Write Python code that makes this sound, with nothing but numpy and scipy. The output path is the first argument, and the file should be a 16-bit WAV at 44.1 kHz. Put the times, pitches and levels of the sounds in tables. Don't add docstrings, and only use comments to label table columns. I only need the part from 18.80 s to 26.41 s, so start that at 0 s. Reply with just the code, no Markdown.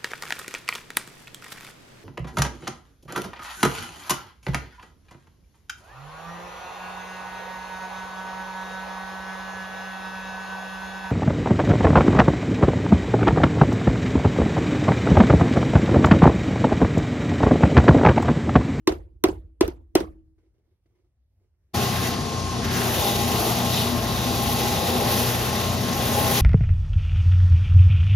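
import sys
import numpy as np
from scipy import signal
from scipy.fft import rfft, irfft, next_fast_len
from scipy.io import wavfile
from scipy.ndimage import uniform_filter1d

SR = 44100
rng = np.random.default_rng(int(sys.argv[2]) if len(sys.argv) > 2 else 0)


def transcribe(u):
    v = np.clip(np.atleast_2d(u).T, -1, 1)
    q = np.round(v * 32767).astype(np.int16)
    wavfile.write(sys.argv[1], SR, q)


N = 335584

# f/Hz, density/dB per Hz
SHOP_RUMBLE = [(30, -88), (60, -82), (100, -89), (170, -106), (450, -114), (1000, -124), (3200, -131),
               (8500, -134), (16000, -141)]
# t/s, rub level/dB, thud level/dB, rub time constant/s
TOUCHES = [(1.581, -57, -73, 0.02), (1.629, -63, -74, .03), (1.662, -69, -69, .02), (1.74, -63, -78, .03),
           (1.782, -67, -72, .015), (1.84, -67, -80, .04), (1.91, -70, -74, 0.027),
           (2.058, -56, -64, 0.0088), (2.087, -64, -76, .05), (2.15, -63, -73, .02), (2.184, -65, -74, .02),
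           (2.246, -66, -72, 0.015), (2.599, -65, -74, 0.027), (2.633, -68, -75, .012),
           (2.74, -72, -78, 0.014), (2.838, -71, -75, .006), (2.888, -72, -80, 0.011),
           (2.921, -66.5, -76, .005)]
# f/Hz, density/dB per Hz
TOUCH_COLOUR = [(100, -37), (240, -16), (340, 8.5), (440, -2), (600, -13), (1300, -22), (1900, -25),
                (2150, -16), (2400, -27), (6000, -30), (16000, -51)]
# f/Hz, level/dB, waver rate/Hz, waver share/0-1
MACHINE_TONES = [(59.2, -38, 3, .4), (88.8, -34.5, 3, .5), (119.8, -30, 4, .3), (153, -44, 4, .6),
                 (183, -43, 4, .6), (214, -39, 4, .6), (239.6, -34.5, 4, .3), (658, -46, 4, .6),
                 (833.6, -46, 3, .5), (480, -46, 5, .6), (591, -43.5, 2, .5), (1036, -53, 2, .4),
                 (1065.5, -36.5, 6, .35), (1095.5, -47, 2, .5), (1184, -57, 3, .5)]
# f/Hz, density/dB per Hz
ROAR = [(30, -66), (55, -53.5), (100, -53.5), (240, -54.5), (290, -60.5), (420, -59.5), (550, -66.5),
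        (720, -65), (940, -69), (1100, -66.5), (1400, -71.5), (2200, -78.5), (4500, -73), (8500, -80),
        (11500, -85.5), (16000, -101)]
# f/Hz, density/dB per Hz
BRUSH = [(100, -38), (290, 1), (380, 10.5), (550, -4), (700, 8.5), (845, 2), (885, 2), (1100, -1),
         (1780, -9), (1940, -0.5), (2200, -6.5), (2600, -2), (3200, -3), (3700, -3), (4200, -5), (5400, -6),
         (5900, -6), (6500, -7), (8500, -9.5), (11600, -9.5), (15000, -7.5)]
# t/s, hiss level/dB, drumming above that hiss/dB,
# scrubbing above its share of the hiss swing/dB
BRUSH_WORK = [(2.95, -36, 0, 1), (3.3, -39.5, -0.5, 1.5), (3.36, -57, 14, 7), (3.82, -60, 15.5, 7),
              (3.95, -36, 0, 0), (4.22, -33.5, -3.5, -0.5), (4.41, -36, -1.5, 0.5), (4.7, -34.5, 0.5, 0),
              (4.8, -39, 0, 1), (4.94, -34, -5.5, 1), (5.22, -41, 0.5, -0.5), (5.7, -35.5, -3.5, 0),
              (6.27, -36.5, 2, 0.5), (6.32, -29.5, -6.5, -1), (6.92, -41.5, 2, 1.5), (7.1, -41, -2, 0),
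              (7.3, -33.5, -4.5, -1.5), (7.61, -28.5, -8, -2)]
# t/s, hiss rise/dB, scrubbing rise/dB
CATCHES = [(3.849, 15, 7), (4.975, 3, 2.5), (7.555, 0, 4.5), (7.58, -1, 8)]
# centre f/Hz, width/Hz, level/dB
SWELLING_BANDS = [(237.7, 11.3, -9), (522, 255, -11.5), (813, 65, -0.5), (1635, 910, -5.5),
                  (3730, 880, -4.5)]
# t/s, level/dB of each of the five bands
SWELLING_COURSE = [(2.95, -50, -49, -35, -35, -49), (3.27, -27, -39, -43, -31.5, -45),
                   (3.35, -43, -46, -51, -40, -50), (3.66, -28.5, -56, -50, -52, -47),
                   (3.7, -46, -50, -54, -51, -55), (3.79, -25, -47, -51, -50, -43),
                   (3.83, -37, -42, -52, -32, -44), (3.95, -17.5, -43, -40, -28, -42),
                   (4.19, -41, -20, -47, -34, -35), (4.22, -30, -24, -27.5, -42, -28.5),
                   (4.81, -25.5, -44, -40, -40, -48), (4.97, -29, -42, -31.5, -43, -25.5),
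                   (5.16, -14.5, -32, -51, -37.5, -44), (5.38, -37, -28, -37.5, -37, -32),
                   (5.71, -19, -33, -33.5, -45, -40), (6.06, -25, -20, -29.5, -39, -31),
                   (6.6, -54, -22.5, -38, -31.5, -43), (6.8, -32, -30, -35, -35, -32),
                   (6.96, -45, -52, -61, -46, -41), (7.04, -30, -27, -40, -35, -44),
                   (7.43, -37, -17, -28.5, -32, -38), (7.6, -35, -22, -33, -30, -38)]
# t/s, strength/dB, tick level/dB, knock level/dB, floor thump level/dB,
# boom f/Hz, boom t60/s, knock f/Hz (before the knock's own pitch ratio)
BLOWS = [(-.29, -7, -7, -2.5, -28.5, 338, 0.057, 1050), (0.0736, -3.5, -14.5, -1, -18.5, 345, 0.067, 1105),
         (0.121, -17.5, -18, -10, -25, 361.3, 0.026, 1000), (0.152, -33, -30, -12.5, -19, 320, 0.041, 990),
         (0.4387, -2, -1.5, -3.5, -25, 345, 0.056, 1046),
         (0.485, -14.5, -18, -11.5, -17.5, 345, 0.06, 1000),
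         (.534, -34, -30, -20, -11.5, 333.7, 0.058, 1000),
         (0.8087, -1.5, -16.5, -5.5, -22, 335, 0.041, 1014),
         (0.879, -17.5, -5, -11, -14.5, 333, 0.0577, 910), (1.153, -0.5, -11.5, -3.5, -28, 348, .045, 750),
         (1.204, -15.5, -11, -10, -26.5, 377, .035, 730)]
# f/Hz, level/dB, t60/s
SOLE_MODES = [(537, -19, 0.059), (622, -19.5, 0.15), (714, -22.5, 0.13), (670, -4.5, 0.05),
              (750, -13.5, .07), (880, -29, .15), (920, -8.5, 0.055), (1450, -5, 0.015), (1345, -18, .06),
              (1930, -14, 0.03), (2050, -3, 0.025), (2450, -13.5, .04), (2670, -11.5, 0.036),
              (3500, -8.5, .03)]
# f/Hz, level/dB, t60/s
BOOT_MODES = [(178, -30, .06), (262, -36, .3), (410, -28, .12), (295, -50, .5), (311, -50, .6),
              (320, -49, .75), (328, -48, .75), (341, -49, .6), (356, -49, .55), (377, -46, .5),
              (448, -38, .3), (495, -42, .25)]
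# share of the boom pitch, level/dB
BOOM_PARTS = [(0.768, -20), (.93, -1), (1.08, 1), (1.268, -10), (1.452, -17.5)]
# f/Hz, level/dB, t60/s
FLOOR_MODES = [(52.34, -7, 0.7), (60, -1.5, 0.6), (75.5, 0, 0.36), (78.8, -3, 0.74), (91.6, 2.5, 0.6),
               (147, -20.5, 0.66)]
# f/Hz, density/dB per Hz, t60/s
SHOP_TAIL = [(59.8, -57, 0.93), (125, -63.5, 0.26), (210, -61.5, 0.25), (368, -50, 0.2), (660, -55.5, 0.15),
             (1500, -67, 0.15), (3370, -76.5, 0.15), (6000, -84.5, 0.17), (11500, -92.5, 0.28),
             (16000, -93, .12)]
# f/Hz, likeness/0-1, right leads/rad, left minus right/dB
AT_STAND = [(100, .98, 0, 0), (280, .9, -.1, -6), (450, .76, -.4, 2), (1000, .5, 0, -4), (1500, .5, .2, -1),
            (3200, .4, 2.1, -3), (6000, .5, 3.9, 2), (7500, .85, 2.8, -2), (11500, .97, .3, 0),
            (15700, .83, -1.6, 3)]
# f/Hz, likeness/0-1, right leads/rad, left minus right/dB
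MACHINE_IMAGE = [(60, .96, -.2, 2), (170, .95, -.2, 3), (450, .8, -.3, 3), (1000, .7, -.4, 3),
                 (1700, .3, -.7, 1), (3200, .75, -.6, 2), (4500, .6, -.6, 2), (6500, .7, .4, 3),
                 (7600, .97, 2.9, 0), (8900, .97, 3.4, 0), (9600, .7, 4.9, 0), (11600, .9, 6.3, 0),
                 (13800, .7, 7.8, 0), (14500, .97, 9.4, 0)]

MACHINE_ON_S, MOVE_S = 2.933, 0.014
USUAL_HISS_DB, DENSITY_DB = -40, -26.5
SCRUB_FOLLOWS, SIZZLE_FOLLOWS, HUM_FOLLOWS = 0.66, 1, 0.13
BRUSH_TONES_FOLLOW = 3.3
LOAD_AVERAGE_S = 0.24
CATCH_S = 0.01
BRUSH_TURN_S = .0659
BRUSH_REPEATS, REPEAT_TOP_HZ = .6, 950
KNOCK_DB, KNOCK_T60_S = -8.5, .035
BOOT_MOUTH_HZ, BOOT_MOUTH_Q = 343, 5.0
LINGER_DB, LINGER_TIMES, LINGER_TOP_HZ = -20, 2.3, 2500
TAIL_APART_DB = 7.5
RUMBLE_CUT_HZ, CUTOFF_HZ = 56, 15850


def amp(db):
    return 10 ** (np.asarray(db) / 20)


def in_time(rows):
    s, *columns = np.transpose(rows)
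    return [np.interp(np.arange(N) / SR, s, c) for c in columns]


def at_hz(rows, hz):
    f, *columns = np.transpose(rows)
    return [np.interp(np.log(hz + 1), np.log(f), c) for c in columns]


def drift(rate_hz):
    r = np.exp(-80 * np.pi * rate_hz / SR)
    noise = rng.standard_normal(N // 40 + 2002)
    slow = signal.lfilter([1], [1, -2 * r, r * r], noise)[2000:]
    return np.interp(np.arange(N) / 40, np.arange(len(slow)), slow / slow.std())


def white(size, repeats):
    hz = np.arange(size // 2 + 1) * SR / size
    back = np.clip(repeats, 0, .9) / (1 + (hz / REPEAT_TOP_HZ) ** 4)
    turn = np.exp(-2j * np.pi * hz * BRUSH_TURN_S)
    return rfft(rng.standard_normal((2, size))) * np.sqrt(1 - back ** 2) / (1 - back * turn)


def coloured(spectrum, gain_db_of_band, repeats=0):
    size = next_fast_len(N)
    hz = np.arange(size // 2 + 1) * SR / size
    shaped = white(size, repeats) * amp(at_hz(spectrum, hz)[0]) * np.sqrt(SR / 2)
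    out, octave = np.zeros((2, N)), np.log2(hz + 1)
    for centre in np.arange(5.5, 14.4, 1 / 3):
        share = np.clip(1 - 3 * abs(np.maximum(octave, 5.5) - centre), 0, 1)
        out += irfft(shaped * share, size)[:, :N] * amp(gain_db_of_band(2 ** centre))
    return out


def ring(clicks, modes, spread_db):
    out, at = np.zeros(N), np.flatnonzero(clicks)
    for hz, level_db, t60 in modes:
        r, w = amp(-60 / (t60 * SR)), 2 * np.pi * hz / SR
        force = np.full(N, 1e-18)
        force[at] = clicks[at] * amp(level_db + spread_db * rng.standard_normal(len(at)))
        out += signal.lfilter([0, np.sin(w)], [1, -2 * r * np.cos(w), r * r], force)
    return out


def burst(clicks, t60, low_hz, high_hz):
    shape = signal.lfilter([1], [1, -amp(-60 / (t60 * SR))], clicks + 1e-18)
    band = signal.butter(2, [low_hz, high_hz], "band", fs=SR, output="sos")
    return signal.sosfilt(band, shape * rng.standard_normal(N))


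def soft_contact(x, late_s, long_s):
    push = signal.windows.hann(int(long_s * SR))
    return np.convolve(np.roll(x, int(late_s * SR)), push / push.sum())[:N]


def boom_of(s, level_db, hz, t60, parts=BOOM_PARTS):
    out, t = np.zeros(N), np.arange(SR // 4) / SR
    for start, db, pitch_hz, ring_s in zip(s, level_db, hz, t60):
        at = round(start * SR)
        note = sum(amp(part_db) * np.sin(2 * np.pi * share * pitch_hz * t) for share, part_db in parts)
        out[at:at + len(t)] += amp(db - 60 * t / ring_s) * note
    return out


def stereo_image(shared, apart, table):
    size = next_fast_len(N + 4096)
    alike, lead, pan_db = at_hz(table, np.arange(size // 2 + 1) * SR / size)
    alike = np.clip(alike, 0, 1)
    common = np.sqrt((1 + alike) / 2) * rfft(shared, size)
    opposed = np.sqrt((1 - alike) / 2) * rfft(apart, size)
    left = (common + opposed) * amp(pan_db / 2) * np.exp(-.5j * lead)
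    right = (common - opposed) * amp(-pan_db / 2) * np.exp(.5j * lead)
    return irfft([left, right], size)[:, :N]


def far_rumble():
    swell = drift(5)
    return coloured(SHOP_RUMBLE, lambda hz: 2.0 * drift(3.7) + 1.4 * swell)


def touches():
    t, stroke, pats = np.arange(N) / SR, np.zeros(N), np.zeros(N)
    for s, rub_db, thud_db, rub_s in TOUCHES:
        since = np.maximum(t - s, 0) / rub_s
        stroke += amp(rub_db) * np.sqrt(since) * np.exp(-since)
        pats[round(s * SR)] = amp(thud_db)
    rub = stroke * coloured(TOUCH_COLOUR, lambda hz: -30.0 + 1.9 * drift(40))
    booms = boom_of(*np.transpose([(s, db - 8, 345, .06) for s, _, db, _ in TOUCHES]))
    return rub, booms + amp(3.0) * burst(pats, .012, 500, 2500)


def quiet_shop():
    rub, thuds = touches()
    shared, apart = far_rumble() + rub
    return stereo_image(shared + thuds, apart, AT_STAND)


def machine_roar():
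    return coloured(ROAR, lambda hz: 1.6 * drift(5))


def machine_tones(swing_db):
    t, out = np.arange(N) / SR, np.zeros(N)
    load_db = HUM_FOLLOWS * uniform_filter1d(swing_db, int(LOAD_AVERAGE_S * SR))
    for hz, db, rate_hz, share in MACHINE_TONES:
        follows = (hz < 900) * (BRUSH_TONES_FOLLOW if hz > 450 else 1)
        in_phase = (1 + share * drift(rate_hz)) * np.sin(2 * np.pi * hz * t)
        quadrature = share * drift(rate_hz) * np.cos(2 * np.pi * hz * t)
        out += amp(db + follows * load_db) * (in_phase + quadrature)
    return out


def swelling_bands():
    out = np.zeros((2, N))
    for (hz, width_hz, db), level_db in zip(SWELLING_BANDS, in_time(SWELLING_COURSE)):
        peak = signal.iirpeak(hz, hz / width_hz, fs=SR)
        noise = irfft(white(next_fast_len(N), BRUSH_REPEATS))[:, :N]
        tone = signal.lfilter(*peak, signal.lfilter(*peak, noise))
        out += amp(db + level_db) * tone / tone.std()
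    return out


def brush(swing_db, drum_db, scrub_db):
    t = np.arange(N) / SR
    catch_db, scrape_db = sum(np.outer(rise_db, np.exp(-((t - s) / CATCH_S) ** 2))
                              for s, *rise_db in CATCHES)
    flutter = drift(23)
    parts_db = [swing_db + drum_db,
                SCRUB_FOLLOWS * swing_db + scrub_db + scrape_db,
                swing_db + catch_db,
                SIZZLE_FOLLOWS * swing_db + catch_db]
    # f/Hz, then shares of drumming, scrubbing, hiss and sizzle
    part_shares = [(900, 1, 0, 0, 0), (2000, 0, 1, 0, 0), (6000, 0, 1, 0, 0),
                   (10000, 0, 0, 1, 0), (12000, 0, 0, 1, 0), (16000, 0, 0, 0, 1)]

    def brush_db(hz):
        mix_db = sum(share * part_db for share, part_db in zip(at_hz(part_shares, hz), parts_db))
        level_db = USUAL_HISS_DB + DENSITY_DB + mix_db
        return level_db + 1.04 * flutter + 0.6 * drift(3.6) + 1.0 * drift(17.6)

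    return coloured(BRUSH, brush_db, BRUSH_REPEATS)


def machine():
    hiss_db, drum_db, scrub_db = in_time(BRUSH_WORK)
    swing_db = hiss_db - USUAL_HISS_DB
    tones = machine_tones(swing_db)
    shared, apart = machine_roar() + brush(swing_db, drum_db, scrub_db) + swelling_bands()
    return stereo_image(shared + tones, apart + 0.42 * np.roll(tones, 900), MACHINE_IMAGE)


def shop_echo(force):
    def echo_db(hz):
        die = amp(-120 / (at_hz(SHOP_TAIL, hz)[1] * SR))
        build = np.exp(-1 / ((0.0041 + 2.0 / hz) * SR))
        poles = np.convolve([1, -die], [1, -build])
        energy = signal.lfilter([1 - build], poles, force ** 2 + 1e-18)
        late = signal.lfilter([1 - die], [1, -die ** (1 / LINGER_TIMES)], energy)
        late *= amp(2 * LINGER_DB + 4.5 * drift(18)) / (1 + (hz / LINGER_TOP_HZ) ** 2)
        return 10 * np.log10(energy + late + 1e-18) + 3.8 * drift(33)

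    return coloured([row[:2] for row in SHOP_TAIL], echo_db)


def hammering():
    s, strength_db, tick_db, knock_db, thump_db, boom_hz, boom_s, knock_hz = np.transpose(BLOWS)
    lead = SR // 2
    start_s = s + lead / SR
    force = np.zeros((4, N))
    at = lead + np.round(s * SR).astype(int)
    force[:, at] = amp(strength_db + np.array([tick_db, knock_db, 0 * s, thump_db]))
    tick_force, knock_force, boom_force, thump_force = force

    tick = burst(tick_force, 0.0024, 2800, 18000)

    note = boom_of(start_s, strength_db + knock_db + KNOCK_DB, knock_hz, KNOCK_T60_S + 0 * s,
                   parts=[(0.98, 0.00079)])
    sole = note + amp(-13.0) * ring(knock_force, SOLE_MODES, spread_db=5.0)
    knock = soft_contact(sole, late_s=0.0011, long_s=.0002)
    knock = knock + amp(-4.0) * burst(knock_force, 0.042, 740, 6000)

    hollow = boom_of(start_s, strength_db, boom_hz, boom_s) + ring(boom_force, BOOT_MODES, spread_db=8.5)
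    boom = soft_contact(hollow, late_s=0.002, long_s=0.00086)
    boom = signal.lfilter(*signal.iirpeak(BOOT_MOUTH_HZ, BOOT_MOUTH_Q, fs=SR), boom)

    thump = soft_contact(ring(thump_force, FLOOR_MODES, spread_db=5.0), late_s=0.019, long_s=0.017)

    echo = shop_echo(knock_force + boom_force)
    shared = tick + knock + boom + thump + echo[0]
    heard = stereo_image(shared, amp(TAIL_APART_DB) * echo[1], AT_STAND)
    return np.pad(heard[:, lead:], [(0, 0), (0, lead)])


def scene():
    near = np.clip((np.arange(N) / SR - MACHINE_ON_S) / MOVE_S, 0, 1) ** 2
    return (1 - near) * (quiet_shop() + hammering()) + near * machine()


def record(dry):
    low_cut = signal.butter(3, RUMBLE_CUT_HZ, "high", fs=SR, output="sos")
    thinned = signal.sosfilt(low_cut, dry)
    rounded = .7 * np.tanh(thinned / .7)
    top_cut = signal.ellip(12, .5, 95, CUTOFF_HZ, fs=SR, output="sos")
    return signal.sosfilt(top_cut, rounded)


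dry = scene()
out = record(dry)
transcribe(out)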